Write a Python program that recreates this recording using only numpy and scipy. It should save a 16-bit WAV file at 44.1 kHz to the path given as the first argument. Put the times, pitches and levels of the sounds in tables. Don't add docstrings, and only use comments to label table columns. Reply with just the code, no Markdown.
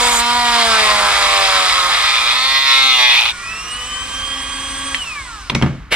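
import sys
import numpy as np
from scipy import signal
from scipy.fft import rfft, irfft, next_fast_len
from scipy.io import wavfile
from scipy.ndimage import uniform_filter1d, minimum_filter1d

SR = 44100
rng = np.random.default_rng(int(sys.argv[2]) if len(sys.argv) > 2 else 0)


def pcm_store(signal):
    levels = np.round(np.clip(np.atleast_2d(signal), -1, 1) * 32767)
    wavfile.write(sys.argv[1], SR, levels.astype(np.int16).T)


N = 262641
TIME = np.arange(N) / SR
PADDED = next_fast_len(N + 16384, real=True)
BINS = np.maximum(np.arange(PADDED // 2 + 1) * SR / PADDED, 1)

SKID_END_S, SKID_BLUR_DB = 0.188, 6
HANDOVER_S, HANDOVER_LENGTH_S = 1.68, 0.88
FREE_S, OFF_S = 3.3, 4.95
TOP_SPEED = 271.4

# time in seconds, speed in turns per second.
FIRST_SPEED = [(0, 244), (.19, 236.3), (.37, 243), (.6, 234), (.77, 219), (.95, 207), (1.42, 195),
               (1.7, 182.8), (2.25, 170)]
# frequency in Hz, relative level in dB.
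CLICK_COLOUR = [(400, -41), (1300, -10.5), (2100, -9.5), (4500, -13), (6000, -27), (14000, -44)]
# frequency in Hz, width in Hz, lift in dB.
HOUSING = [(277, 43, 13.5), (1170, 72, 23), (1600, 170, 8.5), (5430, 770, 15), (7770, 610, 14.5),
           (8550, 160, 26)]
# time in seconds, relative levels of clack and thud in dB,
# pitch of the clack in Hz, relative level of the crack in dB.
KNOCKS = [(5.498, -6.5, -22, 3500, -34), (5.5003, -2, -19.5, 1000, -32), (5.519, -34, -15, 600, -44),
          (5.5485, -13, -18, 2300, -21), (5.5506, -6, -7, 2270, -10.5), (5.6143, -15, -16.5, 800, -50),
          (5.6241, -6.5, -2, 3120, -21), (5.639, -27, -13, 1200, -50), (5.662, -18, -10.5, 1500, -50)]


def from_db(db):
    return 10 ** (np.asarray(db) / 20)


def rms_one(x):
    return x / np.sqrt(np.mean(np.atleast_2d(x).mean(axis=0) ** 2) + 1e-20)


def in_time(points):
    return np.interp(TIME, *np.transpose(points))


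def at_bins(points):
    hz, value = np.transpose(points)
    return np.interp(np.log(BINS), np.log(hz), value)


def ramp(start, length):
    return np.clip((TIME - start) / length, 0, 1)


def bump(centre, half_width):
    return np.exp(-((TIME - centre) / half_width) ** 2)


def drift(rate_hz):
    pole = np.exp(-80 * np.pi * rate_hz / SR)
    slow = signal.lfilter([1], [1, -2 * pole, pole * pole], rng.standard_normal(N // 40 + 2002))[2000:]
    return np.interp(np.arange(N) / 40, np.arange(len(slow)), rms_one(slow))


def filtered(x, response):
    return irfft(rfft(x, PADDED) * response, PADDED)[..., :N]


def causal(spectrum):
    cepstrum = irfft(np.log(from_db(at_bins(spectrum))), PADDED)
    cepstrum[1:PADDED // 2] *= 2
    cepstrum[PADDED // 2 + 1:] = 0
    return np.exp(rfft(cepstrum))


def resonator(hz, width):
    return 1 / (1 + 2j * (BINS - hz) / width)


def lift_db(resonances, hz):
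    return sum(db / (1 + (2 * (hz - centre) / width) ** 2) for centre, width, db in resonances)


def scatter(t60):
    tail = rng.standard_normal(N) * from_db(-60 * np.minimum(TIME / t60, 2))
    return rfft(tail / np.linalg.norm(tail), PADDED)


def clicks(times, sizes):
    at = np.clip(np.asarray(times) * SR, 0, N - 2)
    whole = at.astype(int)
    fraction = at - whole
    return np.bincount(whole, sizes * (1 - fraction), N) + np.bincount(whole + 1, sizes * fraction, N)


def noise(spectrum):
    return rms_one(filtered(rng.standard_normal(N), from_db(at_bins(spectrum))))


def workshop():
    # frequency in Hz, relative level in dB.
    rumble_colour = [(20, -28), (42, 8.5), (90, -1.5), (160, -27), (300, -12.5), (600, -68)]
    hiss_colour = [(150, -10), (600, -23), (1260, -8.5), (2400, -16.5), (14000, -50)]
    rumble = noise(rumble_colour) * from_db(-38.5 - 7.5 * bump(2.6, 1))
    return rumble + noise(hiss_colour) * from_db(-44.5)


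def skid():
    return 1 - ramp(SKID_END_S, 0.029)


def load():
    speed = in_time(FIRST_SPEED)
    return (speed.max() - speed) / np.ptp(speed)


def screech():
    # frequency in Hz, width in Hz, level at the skid's end in dB.
    rim_modes = [(6840, 470, -23), (8150, 550, -19.5), (11200, 260, -31)]
    rise_db_per_s = 44
    hiss_band = 1 / (1 + (5000 / BINS) ** 8) / (1 + (BINS / 12000) ** 4)
    out = rms_one(filtered(rng.standard_normal(N), hiss_band)) * from_db(-30 + 1.8 * drift(45))
    for hz, width, db in rim_modes:
        mode = rms_one(filtered(rng.standard_normal(N), resonator(hz, width) ** 2))
        out = out + mode * from_db(db + 2.6 * drift(38))
    return out * skid() * from_db(rise_db_per_s * np.minimum(TIME - SKID_END_S, 0))


def grinding_pass(speed, blow_colour, grit_colour, blows_over_grit_db, bounce,
                  jitter_s, uneven, gating_db, smear, spot_size, spots=6):
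    # frequency in Hz, width in Hz, lift in dB.
    cup_modes = [(3880, 140, 3.5), (4750, 450, 4), (8470, 230, 11), (9430, 92, 10)]
    turns = np.cumsum(in_time(speed) * (1 + 0.0012 * drift(18.4))) / SR
    k = np.arange(1, int(turns[-1]))
    blow_times = np.interp(k, turns, TIME)
    sizes = 1 + np.interp(blow_times, TIME, bounce) * (-1) ** k
    sizes *= 1 + uneven * rng.standard_normal(len(k))
    late = jitter_s * rng.standard_normal(len(k))
    blows = clicks(blow_times + late, sizes)
    for offset in rng.random(spots):
        wander = .003 * np.interp(k, turns, drift(3.4))
        spot_times = np.interp(k + offset + wander, turns, TIME)
        blows = blows + spot_size * drift(2.5) * clicks(spot_times + late, sizes)
    dispersion = np.exp(-2j * np.pi * smear * np.sqrt(BINS))
    blows = rms_one(filtered(blows, causal(blow_colour) * dispersion))
    grit = rng.standard_normal(N) * from_db(gating_db * np.cos(2 * np.pi * (turns - .3)) + drift(200))
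    cup = causal(grit_colour) * from_db(lift_db(cup_modes, BINS)) * (1 + 0.24 * scatter(0.13))
    grit = rms_one(filtered(grit, cup))
    regular = from_db(blows_over_grit_db)
    return (regular * blows + grit) / np.sqrt(1 + regular ** 2)


def first_pass():
    # frequency in Hz, relative level in dB.
    blow_colour = [(120, -31.5), (235, -21), (400, -13), (590, -2.5), (710, -0.5), (850, -9), (1100, 1.5),
                   (1320, -6), (1570, -6.5), (2000, -4.5), (2750, -14.5), (4800, -13), (7000, -44.5)]
    grit_colour = [(100, -23), (400, -18), (740, -6.5), (1160, 3), (1550, -5.5), (2150, -1), (2800, -6),
                   (3400, -1), (3900, -2), (4350, -10.5), (4850, -5), (5800, -14), (7500, -12),
                   (8200, -14.5), (10500, -23.5), (15000, -41)]
    blows_over_grit_db = 3 - 9.5 * load() - SKID_BLUR_DB * skid()
    bounce = 0.43 * np.clip((load() - 0.3) / 0.2, 0, 1)
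    return grinding_pass(FIRST_SPEED, blow_colour, grit_colour, blows_over_grit_db, bounce,
                         jitter_s=.000017, uneven=0.012, gating_db=2.2, smear=.3, spot_size=0.44)


def grinding():
    # level at light touch, at full load and in the second
    # pass, lift in the skid, flutter, all in dB.
    bands = [(-17.5, -21, -24.5, -1.5, 0.5), (-16, -18, -17, -2, 1.15), (-28, -31, -34.5, 0, 0.1)]
    # centre and half-width in seconds, ring, rasp, hiss lift in dB.
    presses = [(0.236, 0.033, -4, -3.5, -2), (0.37, 0.19, -3, -4.5, -4), (2.633, 0.051, -4.5, -3.5, -3.5),
               (2.732, 0.16, 3, 5.5, 4), (3.01, 0.035, 4.5, -0.5, 2.5), (3.112, 0.25, -0.5, 5, 1)]
    fade_s, fade_db_per_s, lift_off_s = 3.16, 41, 3.305
    effort, skidding, share = load(), skid(), ramp(HANDOVER_S, HANDOVER_LENGTH_S)
    contact = np.sqrt(1 - share) * first_pass() + np.sqrt(share) * second_pass()
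    contact = ports(contact + squeals(contact))
    contact *= from_db(0.12 * drift(27))
    low, high = 1 / (1 + (BINS / 1500) ** 12), 1 / (1 + (6000 / BINS) ** 12)
    presses_db = sum(np.outer(band_db, bump(s, half_width)) for s, half_width, *band_db in presses)
    out = 0
    for response, press_db, band in zip((low, 1 - low - high, high), presses_db, bands):
        light_db, loaded_db, second_db, skid_db, flutter_db = band
        first_db = light_db + (loaded_db - light_db) * effort + skid_db * skidding
        level_db = (1 - share) * first_db + share * second_db + press_db
        part = filtered(contact, response)
        power = uniform_filter1d(part.mean(axis=0) ** 2, size=4000)
        out = out + part / np.sqrt(power + 1e-12) * from_db(level_db + flutter_db * drift(13.2))
    return out * from_db(-fade_db_per_s * np.maximum(TIME - fade_s, 0)) * (1 - ramp(lift_off_s, 0.023))


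def unbalance():
    # multiple of the speed, relative level in dB.
    overtones = [(4, 0), (8, -20), (9, -10.5), (13, -8.5), (15, -11), (17, -11.5)]
    speed = in_time(FIRST_SPEED)
    angle = 2 * np.pi * np.cumsum(speed) / SR
    shake = from_db(-32.5) * np.sin(angle) * (speed / speed.max()) ** 9
    tone = sum(from_db(db + 0.99 * drift(32)) * np.sin(k * angle) for k, db in overtones)
    tone *= from_db(-17 - 17 * load() - SKID_BLUR_DB * skid())
    return (shake + tone) * (1 - ramp(HANDOVER_S, HANDOVER_LENGTH_S))


def growl():
    # centre and half-width in seconds, turns per hop, relative levels
    # of the low, middle and high mode in dB.
    spells = [(.59, .04, 2, -25, -30, -32), (.74, .07, 1, -26, -22, -25), (.89, .035, 1, -22, -21, -36),
              (1.06, .09, 2, -27, -28, -30), (1.3, .1, 2, -22, -29, -42), (1.55, .05, 2, -26, -28, -31),
              (1.8, .14, 1, -23, -25, -38)]
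    modes_hz, width_hz = (1059, 1312, 1567), 110
    uneven_db, jitter_s = 2.5, .00005
    speed = in_time(FIRST_SPEED)
    turns = np.cumsum(speed) / SR
    out = 0
    for s, half_width, stride, *levels_db in spells:
        times = np.interp(np.arange(stride, turns[-1], stride), turns, TIME)
        samples_per_hop = stride * SR / np.interp(times, TIME, speed)
        sizes = samples_per_hop * from_db(uneven_db * rng.standard_normal(len(times)))
        hops = clicks(times + jitter_s * rng.standard_normal(len(times)), sizes) * bump(s, half_width)
        cup = sum(from_db(db) * resonator(hz, width_hz) ** 2 for hz, db in zip(modes_hz, levels_db))
        out = out + filtered(hops, cup)
    return out


def second_pass():
    # time in seconds, speed in turns per second.
    speed = [(2.166, 114), (2.4, 129.5), (2.49, 134), (2.62, 135.3), (2.85, 132), (3.08, 122), (3.3, 113)]
    # frequency in Hz, relative level in dB.
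    blow_colour = [(130, -47), (265, -23.5), (400, -24.5), (690, -14.5), (830, -7.5), (1080, -3.5),
                   (1270, -3.5), (1450, -18.5), (2080, -5.5), (2280, -11.5), (2550, -11), (3080, -17),
                   (3350, -6.5), (3750, -4.5), (4400, -12.5), (5800, -23), (10000, -56.5)]
    grit_colour = [(100, -48), (450, -16), (640, -12), (850, -0.5), (1300, -5), (1600, -14), (2300, -4.5),
                   (3050, -4.5), (3550, 1.5), (4500, -13), (6500, -15.5), (8600, -20), (12000, -26),
                   (15000, -36)]
    slip_s, breakup_db_per_s = 3.064, 147
    blows_over_grit_db = 9 - breakup_db_per_s * np.maximum(TIME - slip_s, 0)
    return grinding_pass(speed, blow_colour, grit_colour, blows_over_grit_db, bounce=np.zeros(N),
                         jitter_s=.000008, uneven=0.05, gating_db=4.2, smear=.9, spot_size=0.3)


def squeals(contact):
    # frequency and width in Hz, centre and half-width in seconds, relative gain.
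    rim_squeals = [(1288, 59, 2.33, 1, 1.5), (2410, 71, 2.23, 0.19, 2.3), (4370, 130, 2.45, 0.066, 3.1),
                   (2140, 110, 2.72, 0.19, 1.75), (2790, 76, 2.95, 0.042, 2.5), (2474, 98, 3.15, 0.18, 3.6)]
    out = 0
    for hz, width, s, half_width, gain in rim_squeals:
        swell = gain * bump(s, half_width) * from_db(0.5 * drift(19))
        out = out + swell * filtered(contact, resonator(hz, width))
    return out


def clacks(touches, spectrum, t60, tail_db, tail_t60):
    times, levels_db = np.transpose(touches)
    body = causal(spectrum)
    body /= np.sqrt(np.mean(np.abs(body) ** 2))
    decay = scatter(t60) + from_db(tail_db) * scatter(tail_t60)
    return filtered(clicks(times, from_db(levels_db)), 6 * body * decay)


def rim_catches():
    # time in seconds, relative level in dB.
    touches = [(3.2555, -3), (3.2605, -4.5)]
    return clacks(touches, CLICK_COLOUR, t60=0.0083, tail_db=-21, tail_t60=0.098)


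def free_speed():
    start_speed, spin_up_s = 168.7, .342
    drag_per_s, friction = 1.3, 52
    driven_s = np.clip(TIME, FREE_S, OFF_S) - FREE_S
    running = TOP_SPEED - (TOP_SPEED - start_speed) * np.exp(-driven_s / spin_up_s)
    kept = np.exp(-drag_per_s * np.maximum(TIME - OFF_S, 0))
    return np.maximum(running * kept - friction / drag_per_s * (1 - kept), 1)


def shaft_lines(speed, angle, octaves, coasting):
    # multiple of the speed, relative level in dB.
    orders = [(1, -21.5), (2, -16), (3, -16.5), (6, -13.5), (7, -18), (8, -14), (11, -13), (13, -14),
              (18, -17), (24, -15), (26.4, -21), (30.8, -16.5), (31.6, -27.5), (35.2, -17)]
    # multiple of the speed,
    # centre and half-width in Hz, level in dB.
    swells = [(6, 1170, 320, -36), (9, 1703, 77, -29.5), (9, 1390, 180, -31.5), (12, 2214, 88, -28)]
    shaft = angle + 0.027 * drift(27)
    lines = sum(from_db(db + 2.9 * drift(25)) * np.sin(k * shaft) for k, db in orders)
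    lines = filtered(lines, from_db(lift_db(HOUSING, BINS)))
    lines *= from_db(-29 + 27.5 * octaves - 5 * coasting)
    for k, hz, half_width, db in swells:
        swell = np.exp(-((k * speed - hz) / half_width) ** 2) * coasting
        lines += swell * from_db(db + 4.4 * drift(21)) * np.sin(k * angle)
    return lines


def commutator_whine(speed, angle, coasting):
    # frequency in Hz, width in Hz, lift in dB.
    can_resonances = [(2600, 600, 17), (2814, 60, -8), (2950, 340, 12.5), (3127, 24, -10),
                      (3180, 200, 18.5)]
    level_db = -50 + lift_db(can_resonances, 12 * speed) + 4 * coasting + 1.76 * drift(23)
    return np.sqrt(2) * np.sin(12 * angle) * from_db(level_db)


def sinking_tone(speed, angle, coasting):
    # offset in multiples of the speed, relative level in dB.
    sidebands = [(0, -2), (2, -12), (5, -6.5)]
    pitch_hz = 1127 + 3.6 * (TOP_SPEED - speed) * (1 - coasting)
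    phase = 2 * np.pi * np.cumsum(pitch_hz + 4 * drift(48.7)) / SR
    tone = sum(from_db(db) * np.sin(phase + k * angle) for k, db in sidebands)
    return tone * from_db(-31) * (1 - coasting)


def cooling_air(angle, octaves):
    # frequency in Hz, relative level in dB.
    air_colour = [(150, -14), (480, -18.5), (800, -15.5), (1100, -1), (1400, -10.5), (2500, -8),
                  (3200, -9.5), (4200, -12), (7000, -20.5), (8500, -12.5), (11000, -32), (15000, -40)]
    flow = rng.standard_normal(N) * from_db(0.5 * np.cos(angle))
    return rms_one(filtered(flow, causal(air_colour))) * from_db(-29 + 8 * octaves)


def brushes(angle, octaves, top_hz=10400):
    cluster = sum(from_db(3.5 * drift(12)) * np.sin(k * angle + drift(14)) for k in range(20, 56))
    response = from_db(lift_db(HOUSING, BINS) / 2) / (1 + (BINS / top_hz) ** 10)
    return filtered(cluster, response) * from_db(-52.5 + 6 * octaves)


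def motor():
    speed = free_speed()
    octaves = np.log2(speed / TOP_SPEED)
    coasting = ramp(OFF_S, 0.12)
    angle = 2 * np.pi * np.cumsum(speed * (1 + 0.0012 * drift(26.0))) / SR
    out = shaft_lines(speed, angle, octaves, coasting) + commutator_whine(speed, angle, coasting)
    out += sinking_tone(speed, angle, coasting) + cooling_air(angle, octaves) + brushes(angle, octaves)
    return out * ramp(3.27, 0.04) * from_db(-30 * ramp(5.5, 0.086))


def controller(chop_hz=1940):
    # multiple of the chopping rate, level in dB.
    harmonics = [(1, -37.5), (3, -42)]
    phase = 2 * np.pi * chop_hz * TIME
    tones = sum(from_db(db + 3.44 * drift(4.7)) * np.sin(k * phase) for k, db in harmonics)
    return tones * ramp(FREE_S, 0.15) * (1 - ramp(OFF_S, .01))


def switch():
    # time in seconds, relative level in dB.
    touches = [(4.9455, -1)]
    return clacks(touches, CLICK_COLOUR, t60=0.0074, tail_db=-19, tail_t60=0.14)


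def shell_clacks():
    # frequency in Hz, relative level in dB.
    clack_colour = [(150, -28), (450, -14), (1050, -3.5), (1600, -13), (2300, -1), (3400, -7.5),
                    (5000, -14), (9000, -24.5), (15000, -45)]
    crack_colour = [(1000, -31), (3000, 2), (5500, 2), (8800, -6), (15000, -33)]
    peak_db, relative_width = 9.5, 0.35
    shell = 0
    for s, db, _, hz, _ in KNOCKS:
        clack = clacks([(s, db)], clack_colour, t60=0.016, tail_db=-12.5, tail_t60=0.57)
        resonance_db = lift_db([(hz, relative_width * hz, peak_db)], BINS) - peak_db / 2
        shell = shell + filtered(clack, from_db(resonance_db))
    edges = [(s, db) for s, *_, db in KNOCKS]
    return shell + clacks(edges, crack_colour, t60=0.011, tail_db=-7.0, tail_t60=0.72)


def bench():
    # frequency in Hz, relative level in dB.
    wood_colour = [(150, -4.5), (450, 1.5), (1000, -4), (1600, -3), (3000, -17), (12000, -57)]
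    # frequency in Hz, relative level in dB, t60 in seconds.
    low_modes = [(84, -14, 0.26), (122, -6.5, 0.12), (139.8, -5.5, 0.21), (167.4, -5.5, 0.26),
                 (225, -3, 0.13), (275, -23, 0.37), (330, -13, 0.12), (447, -25, 0.13), (670, -11, 0.038)]
    times, _, thud_db, *_ = np.transpose(KNOCKS)
    wood = clacks(list(zip(times, thud_db - 2)), wood_colour, t60=0.081, tail_db=-5.0, tail_t60=0.41)
    t = np.arange(SR // 2) / SR
    ring = sum(from_db(db - 60 * t / t60) * np.sin(2 * np.pi * hz * t) for hz, db, t60 in low_modes)
    ring *= 1 - np.exp(-t / 0.0033)
    boom = rfft(ring, PADDED) * (1 + from_db(-3.5) * scatter(0.39))
    return wood + filtered(clicks(times, -from_db(thud_db)), boom)


def bit_ring(start_s=5.551):
    # frequency in Hz, level in dB, t60 in seconds.
    bit_modes = [(2190, -28.5, 0.57), (2280, -33, 0.31), (5884, -30, 0.17)]
    t = np.maximum(TIME - start_s, 0)
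    return sum(from_db(db - 60 * t / t60) * np.sin(2 * np.pi * hz * t) for hz, db, t60 in bit_modes)


def last_rasp(start_s=5.902, attack_s=.022):
    # frequency in Hz, relative level in dB.
    rasp_colour = [(100, -13), (500, -4), (1100, -10), (2300, 1.5), (4000, -8.5), (7000, -23), (10000, -18),
                   (15000, -40)]
    return noise(rasp_colour) * from_db(-13 + 1.9 * drift(128.6)) * ramp(start_s, attack_s) ** 2


def ports(x):
    # frequency in Hz, coherence, left over right in dB,
    # lag of the left in radians.
    differences = [(100, 1, 1, 0.34), (517, 0.86, -2.5, 0.067), (1310, 1, -2, 0.69), (2340, 0.67, 1, 0.47),
                   (4030, 0.76, -1, 1.21), (8050, 0.66, -3, 2.16), (13900, 0.12, -4, 1.64)]
    hz, *columns = np.transpose(differences)
    coherence, balance_db, lag = (np.interp(np.log(BINS), np.log(hz), c) for c in columns)
    coherence = np.clip(coherence, 0, .998)
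    sides = np.array([[1], [-1]])
    field = np.sqrt((1 + coherence) / 2) + sides * np.sqrt((1 - coherence) / 2) * scatter(0.087)
    return filtered(x, field * from_db(sides * balance_db / 2) * np.exp(-.5j * sides * lag))


def scene():
    brief_sounds = switch() + rim_catches() + last_rasp()
    background = workshop()
    cup = grinding()
    tool = screech() + growl() + motor() + controller() + unbalance()
    put_down = shell_clacks() + bench() + bit_ring()
    return cup + ports(tool + put_down + brief_sounds + background)


def record(dry):
    ceiling, window_s, cutoff_hz = .98, .002, 15400
    size = int(window_s * SR)
    allowed = ceiling / np.maximum(np.abs(dry).max(axis=0), ceiling)
    gain = uniform_filter1d(minimum_filter1d(allowed, size=size), size=size)
    return signal.sosfilt(signal.ellip(10, .1, 90, cutoff_hz, fs=SR, output="sos"), dry * gain)


dry = scene()
out = record(dry)
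pcm_store(out)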